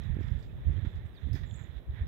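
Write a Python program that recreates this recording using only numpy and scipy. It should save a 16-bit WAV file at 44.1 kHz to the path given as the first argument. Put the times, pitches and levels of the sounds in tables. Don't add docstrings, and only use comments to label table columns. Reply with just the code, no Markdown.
import sys
import numpy as np
from scipy import signal
from scipy.fft import rfft, irfft
from scipy.io import wavfile
from scipy.ndimage import uniform_filter1d, map_coordinates

SR = 44100
rng = np.random.default_rng(int(sys.argv[2]) if len(sys.argv) > 2 else 0)


def transcribe(u):
    v = np.clip(np.atleast_2d(u).T, -1, 1)
    q = np.round(v * 32767).astype(np.int16)
    wavfile.write(sys.argv[1], SR, q)


def linear_from_db(decibels):
    return 10 ** (np.asarray(decibels, float) / 20)


N = 91683
T = np.arange(N) / SR

# f/Hz, level/dB per Hz
HUM_LEFT = [(150, -9), (350, 2), (700, -25), (1200, -29.5), (2400, -15), (4000, -32.5), (8500, -36),
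            (12000, -51.5)]
HUM_RIGHT = [(150, 2.5), (350, 4), (600, -2.5), (1000, -9.5), (2000, -16.5), (3800, -21), (4600, -50.5),
             (9000, -51.5)]
# t/s, peak level/dB, f/Hz, length/s
JOLTS_RIGHT = [(.003, -32, 97, 0.0096), (0.02, -45.5, 80, 0.0073), (0.072, -29, 96.4, 0.016),
               (0.103, -16.5, 83.5, 0.0056), (0.127, -25.5, 82.2, 0.02), (0.167, -20, 92.6, 0.0028),
               (0.207, -22.5, 88.6, 0.018), (0.247, -25, 107, 0.0085), (0.283, -27, 87, 0.0027),
               (0.32, -16, 68, 0.0062), (0.353, -21, 70.6, 0.01), (0.38, -38, 75, 0.0033),
               (0.661, -26, 79, 0.0082), (0.699, -17, 74.8, 0.013), (0.723, -26, 79, 0.011),
               (0.762, -24, 77, 0.01), (0.787, -23, 96.7, 0.0078), (0.834, -21.5, 89, 0.0093),
               (0.872, -18, 76, 0.0045), (0.972, -28, 73, 0.033), (1.054, -28, 89, 0.013),
               (1.25, -26.5, 71.5, 0.022), (1.282, -34, 110.6, 0.025), (1.317, -21.5, 81.5, 0.012),
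               (1.34, -24.5, 102, 0.017), (1.436, -23.5, 73.3, 0.013), (1.51, -32.5, 66, 0.017),
               (1.533, -31, 105, 0.011), (1.553, -28, 95, 0.0052), (1.615, -28.5, 89, 0.0042),
               (1.698, -28.5, 68.6, 0.0068), (1.77, -28, 57, 0.019), (1.896, -24, 66.5, 0.0094),
               (1.939, -34, 64, 0.016), (1.997, -32, 103, 0.014), (2.018, -19, 67, 0.0075)]
# t/s, peak level/dB, f/Hz, length/s
HEEL = [
    (.677, -14, 68, .014),
]
# t/s, peak level/dB, f/Hz, length/s
JOLTS_LEFT = [
    (.102, -41, 77, 0.01),
    (.676, -29, 74.7, 0.0094),
    (.717, -30, 72, 0.011),
    (.949, -33, 73.4, 0.012),
    (1.885, -30, 69.5, 0.013),
    (1.905, -29, 77.4, 0.019),
    (1.979, -45, 91, 0.013),
    (2.025, -26, 71.5, 0.017),
]
# t/s, peak level/dB, f/Hz, left against right level/dB
KNOCKS = [(0.169, -29, 289, -40), (0.19, -27, 235, -28), (.21, -31.5, 308, -8), (.673, -35.5, 258, -28.5),
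          (0.697, -34, 259, -29), (0.783, -36.5, 257, -13.5), (0.849, -26.5, 186, -8.5),
          (0.864, -37.5, 232, -22), (1.272, -34.5, 185, -5.5), (1.287, -31, 205, -16),
          (1.345, -27, 193, -15), (1.358, -36.5, 313, -2.5)]
# t/s, level/dB
SWAY = [(0, -37), (.38, -32.5), (.46, -42.5), (.63, -41.5), (.7, -29.5), (1.05, -45), (1.2, -50),
        (1.3, -32), (1.55, -38.5), (1.85, -50.5), (1.9, -41), (2.08, -36.5)]
# f/Hz, level/dB per Hz
SWAY_TONE = [(15, -22.5), (40, 4), (70, 1.5), (130, -2), (200, -13.5), (400, -36), (700, -39.5),
             (2000, -71)]
# t/s, level/dB, lift of the lower rings/dB
SWISH = [(0, -55.5, -5), (.1, -61, 3.5), (.2, -60.5, 5), (.38, -62.5, 3), (.46, -69, -0.5),
         (.68, -64.5, 5.5), (.88, -57, -3.5), (1.0, -66, 5), (1.11, -68.5, 4), (1.22, -59, -2.5),
         (1.52, -64, 0.5), (1.61, -59.5, 3.5), (1.68, -63, 0), (1.78, -58, -6), (1.82, -71, 2.5),
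         (1.9, -68.5, 4.5), (1.99, -58, 3), (2.05, -64, 0.5)]
# t/s, level/dB, time to fall 60 dB/s, brightness/dB
CRUNCH = [(.03, -63, 0.31, 3), (.143, -61, .05, 1.5), (0.201, -67, 1, 4.5), (0.279, -50, 0.038, -4),
          (.39, -69, 0.13, 5.5), (0.425, -63.5, 0.17, 3.5), (.728, -61, 0.063, -2.5),
          (.76, -62.5, 0.16, -12), (0.847, -48.5, 0.08, -14), (.952, -63.5, 0.14, 0.5),
          (1.057, -61.5, 0.056, -1), (1.33, -56.5, 0.13, 8), (1.348, -53, 0.32, 4), (1.427, -54, 0.15, -9)]
# f/Hz, width/Hz, level/dB
CAVITY = [(833, 600, -6.5), (1430, 400, -7), (1800, 316, 4.5), (2210, 820, -7.5), (3544, 496, 0.5)]
# f/Hz, width/Hz, level/dB
UPPER = [(4820, 1100, -13.5), (6470, 810, -21.5), (7000, 880, -20.5), (11400, 2300, -21.5),
         (15300, 2000, -22)]
# f/Hz, width/Hz, level/dB
OPEN = [(985, 1400, -22.5), (1720, 310, -15), (2560, 1300, -36), (4960, 1600, -41), (7700, 2500, -33),
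        (12500, 6000, -43.5)]
# t/s, peak level/dB, f/Hz, time to fall 60 dB/s
STALKS = [(.021, -56.5, 5900, 0.01), (0.036, -56, 5200, 0.01), (.231, -47.5, 5340, 0.0049),
          (.232, -59, 3300, 0.0088), (.244, -59, 4900, .012), (.305, -58, 5180, .01),
          (0.728, -67.5, 5160, .005), (.962, -70, 5100, .005), (1.331, -49, 5100, .03),
          (1.331, -63, 7640, .02), (1.332, -59, 11000, .02), (1.338, -66, 15200, .015),
          (1.351, -51, 5140, .025), (1.511, -39, 3450, 0.011), (1.907, -52, 3680, 0.016),
          (2.062, -64, 5100, .02)]
# t/s, length/s, start f/Hz, end f/Hz, level/dB
BIRD = [(.488, .018, 2560, 2540, -59), (1.132, .045, 5600, 4100, -68), (1.148, .043, 4350, 3450, -54),
        (1.455, .027, 7600, 6500, -68), (1.484, .009, 7000, 7800, -70), (1.489, .029, 7800, 6250, -60),
        (1.515, .012, 6600, 7750, -65), (1.526, .023, 7650, 6500, -58), (1.548, .016, 7550, 7800, -62),
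        (1.556, .024, 7850, 6500, -59), (1.571, .014, 7950, 7300, -65), (1.578, .01, 6700, 7600, -65),
        (1.587, .012, 7500, 6150, -64), (1.588, .016, 7000, 7650, -63), (1.607, .011, 6950, 7400, -63),
        (1.611, .01, 5900, 7000, -70), (1.617, .011, 6950, 7400, -63), (1.627, .012, 6900, 6150, -67),
        (1.63, .017, 7500, 6750, -68), (1.503, .012, 8250, 8050, -77), (1.524, .024, 8600, 8000, -76),
        (1.553, .02, 8600, 8250, -76), (.03, .038, 3700, 3950, -61), (.635, .04, 2900, 3350, -65),
        (.75, .03, 3350, 3150, -59), (1.316, .012, 2650, 2750, -62)]
# t/s, level/dB, f/Hz, width/Hz, time to fall 60 dB/s
FAR_CALLS = [
    (.389, -76, 7600, 1000, .2),
    (.43, -83, 7250, 450, .5),
    (1.056, -75, 7800, 1800, .07),
    (1.07, -88, 8650, 500, 1.3),
]
# f/Hz, level/dB per Hz
HISS = [(3000, -20), (6000, -10), (8500, -15.5), (10500, -3.5), (13000, 1.5), (16000, -0.5)]

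SNAP_S = .001
WANDER_DB = .8


def unit(x):
    return x / np.sqrt(np.mean(x ** 2))


def curve(rows):
    return linear_from_db(np.interp(T, *np.array(rows).T[:2]))


def colour(points):
    hz, db = np.array(points).T
    f = np.maximum(np.fft.rfftfreq(N + 1, 1 / SR), 1)
    gain = linear_from_db(np.interp(np.log(f), np.log(hz), db)) * (f > 10)
    spectrum = rfft(rng.standard_normal(N + 1)) * gain
    return unit(irfft(spectrum, N + 1)[:N])


def walk(rate_hz):
    k = int(SR / rate_hz)
    held = np.repeat(rng.standard_normal(N // k + 1), k)
    return unit(uniform_filter1d(uniform_filter1d(held, k), k)[:N])


def rings(x, peaks, flicker_db=0):
    out = 0
    for k, (hz, width_hz, db) in enumerate(peaks):
        b, a = signal.iirpeak(hz, hz / width_hz / 1.29, fs=SR)
        ringing = signal.lfilter(b, a, signal.lfilter(b, a, x))
        out = out + (-1) ** k * linear_from_db(db + flicker_db * walk(8.1)) * ringing
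    return out


def hum():
    right, swell_db = colour(HUM_RIGHT), 1.2 * walk(2.7)
    shared_low = signal.lfilter(*signal.butter(1, 700, fs=SR), right)
    left = colour(HUM_LEFT) + 1.42 * shared_low
    return np.array([left * linear_from_db(-67 + swell_db), right * linear_from_db(-57 + swell_db + 0.13 * walk(16))])


def jolts(rows, stretch):
    out = np.zeros(N)
    for s, db, hz, length in rows:
        u = T - s
        turn = 2 * np.pi * (hz * (u - 5 * u * u) + rng.random())
        swell = np.exp(-.5 * (u / (stretch * length)) ** 2)
        out += linear_from_db(db) * swell * np.cos(turn + 0.26 * np.sin(turn))
    return out


def knocks():
    out = np.zeros((2, N))
    for s, db, hz, left_db in KNOCKS:
        out += np.outer(linear_from_db([left_db, 0]), jolts([(s, db, hz, .0018)], 1))
    return out


def sway():
    left = linear_from_db(-47.5 + 5.2 * walk(7.95)) * colour(SWAY_TONE)
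    right = curve(SWAY) * linear_from_db(2.5 * walk(24.96)) * colour(SWAY_TONE)
    return np.array([left, right])


def steps():
    stretch, leak_db = 0.79, -23.5
    right = jolts(JOLTS_RIGHT + HEEL, stretch)
    left = jolts(JOLTS_LEFT, stretch) + linear_from_db(leak_db) * right
    return np.array([left, right]) + knocks() + sway()


def grains():
    grains_per_s, spread_db = 2500, -0.5
    hits = (rng.random(N) < grains_per_s / SR) * linear_from_db(spread_db * rng.exponential(size=N))
    return unit(hits * rng.standard_normal(N) + 0.23 * rng.standard_normal(N))


def shift(x):
    slide = .008 * SR / 40 * walk(7)
    x = map_coordinates(x, [np.arange(N) + slide], mode="mirror")
    edge_hz = 4120
    return signal.sosfilt(signal.cheby1(6, 1, edge_hz, fs=SR, output="sos"), x)


def grass_strength():
    low = curve(SWISH) * linear_from_db(4 + WANDER_DB * walk(30.64))
    high, top = np.zeros(N), np.zeros(N)
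    for s, db, t60, bright_db in CRUNCH:
        u = T - s
        env = linear_from_db(db + 6) * np.clip(u / SNAP_S, 0, 1) * linear_from_db(-60 * np.abs(u) / t60)
        low = np.hypot(low, env * np.clip(u / .007, 0, 1))
        high = np.hypot(high, env * linear_from_db(bright_db))
        top = np.hypot(top, env * linear_from_db(2 * bright_db - 9.5))
    high = np.hypot(high, linear_from_db(-10) * low)
    return low, high, top


def grass():
    low, high, top = grass_strength()
    blades, other = grains(), grains()
    lift = linear_from_db(np.interp(T, *np.array(SWISH).T[::2]))
    heavy = (low / np.median(low)) ** 0.43 * lift
    cavity = rings(low * heavy * blades, CAVITY[:4], flicker_db=WANDER_DB)
    cavity = cavity + rings(low * blades, CAVITY[4:], flicker_db=WANDER_DB)
    right = shift(cavity) + rings(high * other, UPPER[:3], flicker_db=2.6) + rings(top * other, UPPER[3:])
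    left = rings(low * (0.38 * blades + other), OPEN[:3])
    left = left + rings(high * grains(), OPEN[3:5]) + rings(top * blades, OPEN[5:])
    return linear_from_db(10) * np.array([left, right])


def stalks():
    out = np.zeros(N)
    for s, db, hz, t60 in STALKS:
        u = np.clip(T - s, 0, 1)
        out += linear_from_db(db - 60 * u / t60) * np.minimum(u / .0006, 1) * np.sin(2 * np.pi * hz * u)
    return np.outer(linear_from_db([-11, 0]), out)


def bird():
    out, high = np.zeros(N), np.zeros(N)
    for s, length, from_hz, to_hz, db in BIRD:
        u = np.clip((T - s) / length, 0, 1)
        bend = 1.6 if to_hz > 6000 else .8
        pitch = from_hz + (to_hz - from_hz) * u ** bend
        lateness = 1.6 if to_hz > 3500 or length < .04 else 3
        swell = np.sin(np.pi * u ** lateness) ** .8
        note = linear_from_db(db + .6) * np.sin(2 * np.pi * np.cumsum(pitch) / SR) * swell
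        out = out + note
        high = high + note * (linear_from_db(15 * (s - 1.55)) if to_hz > 6000 else .15)
    waver = linear_from_db(3 * walk(230))
    t, leaf_t60 = T[:SR // 2], .28
    wet = []
    for db in (-11, -10):
        fade = linear_from_db(-60 * t / leaf_t60) * np.sqrt(14 / leaf_t60 / SR)
        tail = linear_from_db(db) * rng.standard_normal(len(t)) * fade
        wet.append(signal.fftconvolve(high * waver, tail)[:N])
    return np.array([linear_from_db(-10) * high, out]) * waver + np.array(wet)


def far_calls():
    out = np.zeros((2, N))
    for s, db, hz, width_hz, t60 in FAR_CALLS:
        u = T - s
        env = linear_from_db(db - 60 * np.abs(u) / t60) * np.clip(u / SNAP_S, 0, 1)
        noise = rng.standard_normal((2, N)) * np.sqrt(SR / 2 / width_hz)
        out += rings(env * noise, [(hz, width_hz, 0)])
    return out


def scene():
    return hum() + steps() + grass() + stalks() + bird() + far_calls()


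def top_cut(x):
    return signal.sosfilt(signal.butter(12, 15980, fs=SR, output="sos"), x)


def record(dry):
    low_cut_hz = 38
    cut = signal.lfilter(*signal.butter(2, low_cut_hz, "high", fs=SR), dry)
    hiss = linear_from_db(-79.5) * np.array([colour(HISS), colour(HISS)])
    return top_cut(cut + hiss)


dry = scene()
out = record(dry)
transcribe(out)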